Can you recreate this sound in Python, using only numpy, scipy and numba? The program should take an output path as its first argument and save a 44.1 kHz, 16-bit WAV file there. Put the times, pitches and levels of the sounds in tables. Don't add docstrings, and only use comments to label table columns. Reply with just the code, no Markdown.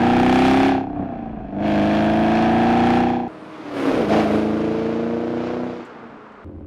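import sys
import numpy as np
from scipy import signal
from scipy.fft import rfft, irfft, next_fast_len
from scipy.io import wavfile
from scipy.ndimage import uniform_filter1d
from numba import njit

SR = 44100
rng = np.random.default_rng(int(sys.argv[2]) if len(sys.argv) > 2 else 0)


def put_to_file(sound):
    columns = np.atleast_2d(sound).T
    safe = np.clip(columns, -1, 1)
    whole_steps = np.round(safe * 32767)
    wavfile.write(sys.argv[1], SR, whole_steps.astype(np.int16))


def makeup_ratio(level_db):
    decades = np.asarray(level_db, float) / 20
    return 10 ** decades


N = 293706


def coloured(spectrum, x=None):
    x = rng.standard_normal(N) if x is None else x
    size = next_fast_len(len(x), real=True)
    hz, db = np.transpose(spectrum)
    bin_hz = np.arange(size // 2 + 1) * SR / size
    gain = makeup_ratio(np.interp(np.log(bin_hz + 1), np.log(hz), db, left=-90, right=-90))
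    y = irfft(rfft(x, size) * gain, size)[:len(x)]
    return y / np.std(y)


def even(x):
    power = uniform_filter1d(uniform_filter1d(x ** 2, size=4000), size=4000)
    return x / np.sqrt(power + 1e-12)


def walk(rate_hz):
    hold = int(SR / rate_hz)
    steps = np.repeat(rng.standard_normal(N // hold + 1), hold)
    return uniform_filter1d(uniform_filter1d(steps, hold), hold)[:N]


def low_pass(x, hz, order=2):
    return signal.sosfilt(signal.butter(order, hz, fs=SR, output="sos"), x)


def high_pass(x, hz, order):
    return signal.sosfilt(signal.butter(order, hz, "high", fs=SR, output="sos"), x)


@njit
def resonator(x, hz, width):
    y, band, low = np.empty(len(x)), 0., 0.
    for i in range(len(x)):
        g, k = np.pi * hz[i] / SR, width[i] / hz[i]
        v = (band + g * (x[i] - low)) / (1 + g * (g + k))
        band, low, y[i] = 2 * v - band, low + 2 * g * v, k * v
    return y


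def curves(table, on=slice(0, N)):
    s, *columns = np.transpose(table)
    return [np.interp(np.arange(N)[on] / SR, s, c) for c in columns]


def during(table):
    t = np.arange(N) / SR
    fade_in = np.clip((t - table[0][0]) * 9000 + 1, 0, 1)
    return fade_in * np.clip((table[-1][0] - t) * 9000 + 1, 0, 1)


def peak(s, db, rise_s, fall_s):
    t = np.arange(N) / SR - s
    return makeup_ratio(db - 10 * np.maximum(-t / rise_s, t / fall_s))


def tails(pulses, seconds):
    return even(signal.lfilter([1], [1, -np.exp(-1 / (seconds * SR))], pulses))


# off_s, closing_s, on_s, opening_s, depth (0-1)
FOOT_LIFTS = [
    (.78, .16, 1.42, .26, 1),
    (5.8, .15, 6.44, .01, .6),
]
# centre_s, added_scatter_db, half_length_s
STUMBLES = [
    (.97, .8, .12),
    (1.41, 3.4, .07),
    (3.7, .8, .45),
    (3.98, 2.2, .09),
    (6.1, 1.6, .34),
]


def foot(on):
    t = np.arange(N)[on] / SR
    throttle = np.ones(len(t))
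    for off_s, closing_s, on_s, opening_s, depth in FOOT_LIFTS:
        closing = np.clip((t - off_s) / closing_s, 0, 1)
        throttle = throttle - depth * closing * np.clip(1 - (t - on_s) / opening_s, 0, 1)
    scatter_db = 0.45 + 1.1 * (1 - throttle) + 2.0 * (t > AT_IDLE[0][0])
    for s, db, half_s in STUMBLES:
        scatter_db = scatter_db + db * np.clip(1 - np.abs(t - s) / half_s, 0, 1)
    turbulence_db = -16 + 16.5 * np.log10(scatter_db)
    return throttle, scatter_db, turbulence_db


def firings(hz, cylinders, scatter_db, bias=1, twin_db=0):
    count = len(cylinders)
    crank = np.cumsum(count * hz / SR)
    firing = np.arange(1, int(crank[-1]))
    strength_db, lag = np.array(cylinders)[firing % count].T
    chance = rng.standard_normal(N // 50)[firing]
    at = np.interp(firing + lag, crank, np.arange(len(hz)))
    i = np.clip(at.astype(int), 0, len(hz) - 2)
    other_bank = firing % count == count // 2
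    size_db = bias * strength_db + scatter_db[i] * chance
    size = makeup_ratio(size_db + (twin_db + 0 * hz)[i] * other_bank)
    return np.bincount(i, size * (i + 1 - at), len(hz)) + np.bincount(i + 1, size * (at - i), len(hz))


HOT_STRETCH = 1.012


def exhaust(pulses, pipe, stretch, turbulence_db, upper=1):
    drive = even(pulses - uniform_filter1d(pulses, size=8000))
    drive = drive + 2 * makeup_ratio(turbulence_db) * rng.standard_normal(len(pulses))
    hot = np.minimum(stretch, HOT_STRETCH)
    ring = 0
    for hz, width_hz, gain in pipe:
        if hz > 600:
            ring = ring + gain * upper * resonator(drive, hz * hot, abs(width_hz) * hot)
        else:
            ring = ring + gain * resonator(drive, hz * stretch, abs(width_hz) * stretch)
    return even(low_pass(low_pass(ring, 1300), 2200, order=4))


def throb(hz, scatter_db):
    pulses = firings(hz, [(0, -0.1)] + [(-60, 0)] * 7, scatter_db)
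    centre = 762 * np.minimum((hz / 30) ** .5, HOT_STRETCH)
    width = np.full(len(hz), 120.)
    drone = signal.lfilter(*signal.iirpeak(635, 635 / 30, SR), pulses)
    burst = resonator(resonator(pulses, centre, width), centre, width)
    return low_pass(makeup_ratio(-12) * even(drone) - makeup_ratio(-5.2) * even(burst), 4000, order=4)


SINGING_ORDERS = (20, 24, 26, 33)
# resonance_hz, half_width_hz, level_db
SINGING_RESONANCES = [(525, 35, -14), (625, 28, -6.5), (765, 45, -11.5), (985, 45, -16)]


def singing(hz):
    cycle = 2 * np.pi * np.cumsum(hz) / SR
    out = 0
    for order, (centre_hz, half_hz, db) in zip(SINGING_ORDERS, SINGING_RESONANCES):
        out = out + makeup_ratio(db) * np.sin(order * cycle) / (1 + ((order * hz - centre_hz) / half_hz) ** 2)
    return out


# strength_db, lag (share of the firing gap)
CYLINDERS_COASTING = [(-2.5, 0.0448), (-4.5, -0.051), (-7.5, 0.094), (-7, -0.178), (-8, -0.0865),
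                      (-38, 0.21), (-21, -0.15), (-12, 0.211)]
# mode_hz, width_hz, gain (signed)
PIPE_COASTING = [(87.0, 69, 0.86), (190, 255.4, -1.147), (239.3, 57.7, 1.482), (286.7, 16.4, 1.613),
                 (606.4, 512, 0.3484), (681.3, 47.6, -0.79), (782, 10, 0.755)]
# mode_hz, width_hz, gain (signed)
RASP = [(1667.4, 214, 0.986), (2521, 343, -0.637), (3372, 251, 0.43)]
# band_hz, level_db (per Hz)
CRACK = [(2350, -38), (4000, -9.5), (5760, -15), (8920, -1.5), (13700, -15), (15600, -29.5)]


def engine(table, cylinders, pipe, bark, tip, bark_db, heat, law, hiss, puff_s, steady,
           crack_s, crack_scatter_db, dulling, twin=0):
    on = slice(max(int(table[0][0] * SR) - 4000, 0), int(table[-1][0] * SR) + 400)
    hz, db, hiss_db = curves(table, on)
    throttle, scatter_db, turbulence_db = foot(on)
    ceiling_db, crack_db, slope, lift_db, treble_db, rasp_db, bass_hz = law
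    crack_db = crack_db + slope * np.minimum(hiss_db - ceiling_db, 0) - lift_db * (1 - throttle)
    stretch = (hz / 30) ** heat

    revs = np.clip(hz - 30, -4, 4) * twin
    high = twin * np.clip((hz - 29.0) / 2.2, 0, 1)
    duck = 1 - 0.82 * high
    pulses = firings(hz, bark, scatter_db, twin_db=-1.3 * revs)
    pulling = exhaust(firings(hz, cylinders, scatter_db), pipe, stretch, turbulence_db, duck)
    if twin:
        pulling = pulling + high * throb(hz, scatter_db) + singing(hz)
    bark_gain = duck * makeup_ratio(bark_db + 1.2 * np.clip(hz - 30, -5, 1))
    pulling = pulling + bark_gain * exhaust(pulses, tip, stretch, turbulence_db)

    coasting = firings(hz, CYLINDERS_COASTING, scatter_db)
    coasting = exhaust(coasting, PIPE_COASTING, (hz / 30) ** .2, turbulence_db)
    coasting = high_pass(coasting, bass_hz, order=2)

    taps = firings(hz, bark, 1.5 + scatter_db, bias=.6)
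    rasp = 0
    for mode_hz, width_hz, gain in RASP:
        rasp = rasp + gain * resonator(taps, mode_hz * (hz / 30) ** 0.33, np.full(len(hz), 1. * width_hz))
    rasp = even(rasp)

    gas = (steady + tails(pulses, puff_s)) * coloured(hiss, rng.standard_normal(len(hz)))
    gas = even(gas) * makeup_ratio(1.27 * walk(12)[on])
    treble = makeup_ratio(treble_db - 12.0 * (1 - throttle)) * high_pass(gas, 2500, order=4)
    gas = low_pass(gas, 2348, order=4) + treble

    bursts = tails(firings(hz, bark, crack_scatter_db + scatter_db, bias=0.57), crack_s)
    crack = even(coloured(CRACK, (0.71 + bursts) * rng.standard_normal(len(hz))))
    dull = low_pass(crack, 4500, order=4)
    crack = dull + makeup_ratio(dulling * (crack_db + 48.5)) * (crack - dull)

    out = np.zeros(N)
    out[on] = makeup_ratio(db) * (throttle ** .5 * pulling + (1 - throttle) ** .5 * coasting)
    out[on] += makeup_ratio(hiss_db - 4) * (gas + throttle * makeup_ratio(rasp_db) * rasp)
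    out[on] += makeup_ratio(crack_db) * crack
    return out


# time_s, engine_cycle_hz, exhaust_db, gas_rush_db
AT_TAILPIPE = [(0.0, 29.62, -15.5, -27.5), (0.5, 32.85, -13, -22), (0.68, 34.16, -15, -25),
               (0.78, 33.3, -21, -36), (0.86, 33.35, -29.5, -47.5), (0.92, 32.68, -28.5, -45.5),
               (1.01, 31.5, -22.5, -42), (1.07, 30.97, -27.5, -44), (1.38, 26.48, -30.5, -46.5),
               (1.49, 24.63, -33, -48.5), (1.56, 24.81, -25.5, -48), (1.66, 26.64, -19.5, -30.5),
               (1.8, 25.49, -16, -29.5), (1.88, 26.21, -17, -28.5), (2.77, 29.62, -15, -28),
               (2.97, 30.33, -15.5, -26.5), (3.16, 30.5, -21.5, -37.5), (3.28, 30.05, -28, -49)]
# strength_db, lag (share of the firing gap)
CYLINDERS_NEAR = [(-22, -0.11), (2.5, -0.1648), (-2.5, 0.046), (-5.5, -0.046), (-3.5, -0.1098), (0, -0.172),
                  (0.85, -0.0454), (-7.5, -0.0307)]
# mode_hz, width_hz, gain (signed)
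PIPE_NEAR = [(106.1, 23.4, 1.5951), (162.1, 26.3, -1.2), (250.4, 127.2, 1.5), (340.28, 36.47, -3),
             (484.3, 19.7, 0.31), (623.6, 32, 0.2866), (682.97, 22, 1.3), (788.1, 36.5, -0.6559),
             (957.3, 236, -0.1834)]
# strength_db, lag (share of the firing gap)
BARK_NEAR = [(-1.5, 0.0199), (-12.5, 0.0776), (-12, 0.0778), (-17, -0.083), (-5.5, 0.0964), (-12.5, 0.0864),
             (-7, -0.03), (-14.5, 0.0424)]
# mode_hz, width_hz, gain (signed)
TIP_NEAR = [(777.2, 46.7, 0.94), (1017.3, 49, -0.23), (631.2, 18.8, 0.433), (1630, 221, 0.193)]
# ceiling_rush_db, ceiling_crack_db, slope (dB per dB below),
# off_throttle_loss_db, hiss_treble_db, rasp_over_hiss_db, coasting_bass_cut_hz
GAS_NEAR = (-23, -50.5, 1.35, 18, -2.5, -4, 30)
# band_hz, level_db (per Hz)
HISS_NEAR = [(620, -29), (1050, -1), (1350, -5.5), (1650, -0.5), (1860, -7.5), (2010, -11.5), (2360, -7),
             (2640, -7), (3040, -13), (3370, -8), (3680, -17), (4210, -14), (4670, -20), (5560, -22.5),
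             (7000, -30), (9100, -57), (15400, -120)]


def tailpipe():
    overload = .287
    x = engine(AT_TAILPIPE, CYLINDERS_NEAR, PIPE_NEAR, BARK_NEAR, TIP_NEAR, bark_db=-9, heat=0.558,
               law=GAS_NEAR, hiss=HISS_NEAR, puff_s=0.00294, steady=1.77,
               crack_s=0.001, crack_scatter_db=4.5, dulling=.55, twin=0.92) / overload
    return overload * x / (1 + np.abs(x) ** 10.9) ** (1 / 8.25)


# peak_s, level_db, rise_s (10 dB), fall_s (10 dB)
GUSTS = [(0.55, -38, 1.1, 0.39), (0.96, -45, 0.07, .3), (1.37, -35, 0.26, 0.17), (1.68, -46, 0.5, 0.4),
         (2.3, -49, 0.7, 0.3), (2.62, -50, 0.83, 0.05), (3.22, -45, 0.4, 0.06), (3.93, -32.5, .07, 0.12),
         (4.1, -50.5, 0.04, 0.3), (6.64, -49, 0.28, 0.58)]
# band_hz, level_db (per Hz)
WIND = [(11, -45.5), (18, -2), (54, 11), (151, -24.5), (200, -8), (260, -22), (440, -120)]


def wind():
    level = makeup_ratio(-77) + sum(peak(*gust) for gust in GUSTS)
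    return level * makeup_ratio(-6 + 3.5 * walk(10)) * coloured(WIND)


def sweep(swells, width_hz):
    out, start = np.zeros(N), int(AT_ROADSIDE[0][0] * SR)
    for s, hz, db, rise_s, fall_s in swells:
        band = signal.iirpeak(hz, hz / width_hz, SR)
        roar = signal.lfilter(*band, signal.lfilter(*band, rng.standard_normal(N)[start:]))
        out[start:] += peak(s, db - 3.0, rise_s, fall_s)[start:] * even(roar)
    return out


# time_s, engine_cycle_hz (as heard), exhaust_db, tyre_and_gas_rush_db
AT_ROADSIDE = [(3.28, 39.62, -39.5, -48.5), (3.61, 39.01, -41, -39.5), (3.72, 36.1, -30.5, -35),
               (3.78, 34.8, -26.5, -27), (3.95, 32.38, -22, -27.5), (4.075, 24.9, -22.5, -31),
               (4.125, 26.9, -17, -20.5), (4.19, 27.6, -17, -22), (4.27, 26.19, -21.5, -29.5),
               (4.35, 27, -17.5, -28), (4.43, 27.04, -21.5, -31.5), (4.54, 27.16, -21, -33.5),
               (5.12, 29.18, -23.5, -38), (5.66, 31.04, -26, -39), (5.79, 29.91, -33.5, -42.5),
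               (5.88, 30.65, -44.5, -42.5), (6.02, 29.48, -39, -44), (6.445, 24.91, -54.5, -57)]
# strength_db, lag (share of the firing gap)
CYLINDERS_FAR = [(-19.5, -0.064), (-2, 0.1354), (-1.5, -0.063), (-4, 0.1495), (-3, 0.093), (-4, -0.0396),
                 (-1.5, -0.0513), (0.0, 0.084)]
# mode_hz, width_hz, gain (signed)
PIPE_FAR = [(138.6, 54.4, -0.742), (241, 206, -0.703), (358.2, 61.9, 1.457), (462.2, 26.2, 1.455),
            (612, 56.3, 0.331), (700.6, 54, -0.513)]
# strength_db, lag (share of the firing gap)
BARK_FAR = [(-17.5, -0.01), (-4.5, 0.0747), (-16.5, 0.17), (-19, -0.066), (-10.5, 0.088), (-14.5, 0.037),
            (-21, -0.015), (-0.5, 0.068)]
# mode_hz, width_hz, gain (signed)
TIP_FAR = [(550, 164, 0.72), (690.4, 73, 0.265)]
GAS_FAR = (-27.5, -52.5, 0.9, 26, -0.29, -18, 171.5)
# band_hz, level_db (per Hz)
HISS_FAR = [(470, -26.5), (800, -1), (1200, -3), (1550, -5.5), (1760, -10), (2290, -10), (2560, -12),
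            (4960, -21), (7000, -30), (9100, -51.5), (15400, -120)]
# peak_s, centre_hz, level_db, rise_s (10 dB), fall_s (10 dB)
SWELLS_LOW = [
    (3.44, 190, -43, .15, .15),
    (3.76, 293, -34.5, 0.3, 0.13),
    (3.885, 288, -18, 0.0561, .1),
    (4.0, 310, -17.5, 0.1473, .05),
]
SWELLS_HIGH = [
    (3.91, 550, -23, .1, .07),
    (4.03, 442, -15, .07, 0.0264),
    (4.15, 665, -16, .07, .15),
    (4.38, 460, -31, 0.083, .12),
]
# peak_s, centre_hz, level_db, rise_s (10 dB), fall_s (10 dB)
TYRE_HISS = [
    (3.45, 8800, -69, .5, .9),
    (3.8, 13800, -64, .08, .5),
    (4.01, 13800, -65, .1, .06),
    (4.17, 13800, -63, .12, .2),
]
# peak_s, centre_hz, level_db, rise_s (10 dB), fall_s (10 dB)
TYRE_ROAR = [
    (5.95, 1220, -48, .25, .35),
]
# band_hz, level_db (per Hz)
WOODS = [(24, -62), (40, -39), (268, -10), (322, -19.5), (422, -1.5), (462, -8), (779, -11.5), (1170, -9),
         (1400, -12), (1840, -19), (9000, -57), (11700, -92), (19800, -120)]


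def roadside():
    x = engine(AT_ROADSIDE, np.roll(CYLINDERS_FAR, shift=4, axis=0), PIPE_FAR,
               np.roll(BARK_FAR, shift=4, axis=0), TIP_FAR, bark_db=-7, heat=0.259,
               law=GAS_FAR, hiss=HISS_FAR, puff_s=0.0067, steady=2.5,
               crack_s=0.0068, crack_scatter_db=1.4, dulling=0.905)
    x = x + sweep(SWELLS_LOW, 60.) + sweep(SWELLS_HIGH, 200.)
    x = x + sweep(TYRE_HISS, 3500.) + sweep(TYRE_ROAR, 700.)
    x = x * during(AT_ROADSIDE)
    t = np.arange(SR) / SR
    echo = rng.standard_normal(SR) * makeup_ratio(-60 * t / 0.987) * np.clip((t - .015) / 0.0306, 0, 1)
    echo = low_pass(echo, 2500)
    trees = signal.fftconvolve(x, echo / np.sqrt(np.sum(echo ** 2)))[:N]
    hush = coloured(WOODS) * makeup_ratio(1.16 * walk(3.0))
    return x + makeup_ratio(-22.5) * trees + makeup_ratio(-44) * hush


# start_s, level_db, pitch_hz, decay_60db_s
CHIRPS = [
    (5.85, -61, 7200, .12),
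    (6.32, -72, 7056, 0.04956),
]


def bird():
    t, out = np.arange(N) / SR, 0
    for start_s, db, hz, t60_s in CHIRPS:
        band = signal.lfilter(*signal.iirpeak(hz, 7., SR), rng.standard_normal(N))
        level = makeup_ratio(db - 60 * np.abs(t - start_s) / t60_s) * (t > start_s)
        out = out + level * band / np.std(band)
    return out


# start_s, level_db
SPLICES = [
    (6.4443, -47),
]


def splices():
    out = np.zeros(N)
    for s, db in SPLICES:
        out[int((s + .001) * SR)] = makeup_ratio(db + 7)
    return low_pass(out, 7000, order=1)


# time_s, engine_cycle_hz, exhaust_db, gas_rush_db
AT_IDLE = [(6.446, 10.7, -34.5, -50.5), (6.55, 11.2, -35, -51.5), (6.66, 9.6, -36, -51.5)]
# strength_db, lag (share of the firing gap)
CYLINDERS_IDLE = [(-6.5, 0.137), (-2.5, -0.0688), (-1, 0.057), (-4.5, 0.16), (1.5, -0.081), (-6.5, .14),
                  (0, -0.0816), (-5, 0.104)]
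# mode_hz, width_hz, gain (signed)
PIPE_IDLE = [(76.2, 8.1, 3), (195, 24.7, -0.87), (290.4, 32.7, 1.14), (353.5, 50, -0.56),
             (415.4, 39.6, 0.52), (519.4, 23.5, 0.41)]
GAS_IDLE = (-52.5, -68, -0.07, 0.1, 0.7, -19, 30.5)


def idle():
    x = engine(AT_IDLE, CYLINDERS_IDLE, PIPE_IDLE, CYLINDERS_IDLE, TIP_FAR, bark_db=-38, heat=0,
               law=GAS_IDLE, hiss=HISS_FAR, puff_s=0.0057, steady=2.1,
               crack_s=.002, crack_scatter_db=2.8, dulling=.1)
    return low_pass(x, 797.6, order=1)


def scene():
    mix = during(AT_TAILPIPE) * tailpipe()
    mix = mix + during(AT_ROADSIDE) * roadside()
    mix = mix + during(AT_IDLE) * idle()
    return (mix + bird() + wind() + splices())[None]


def top_cut(x):
    return signal.sosfilt(signal.butter(12, 15730, fs=SR, output="sos"), x)


def record(dry):
    self_noise = makeup_ratio(-85) * low_pass(rng.standard_normal(N), 9500, order=4)
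    return top_cut(dry + self_noise)


dry = scene()
out = record(dry)
put_to_file(out)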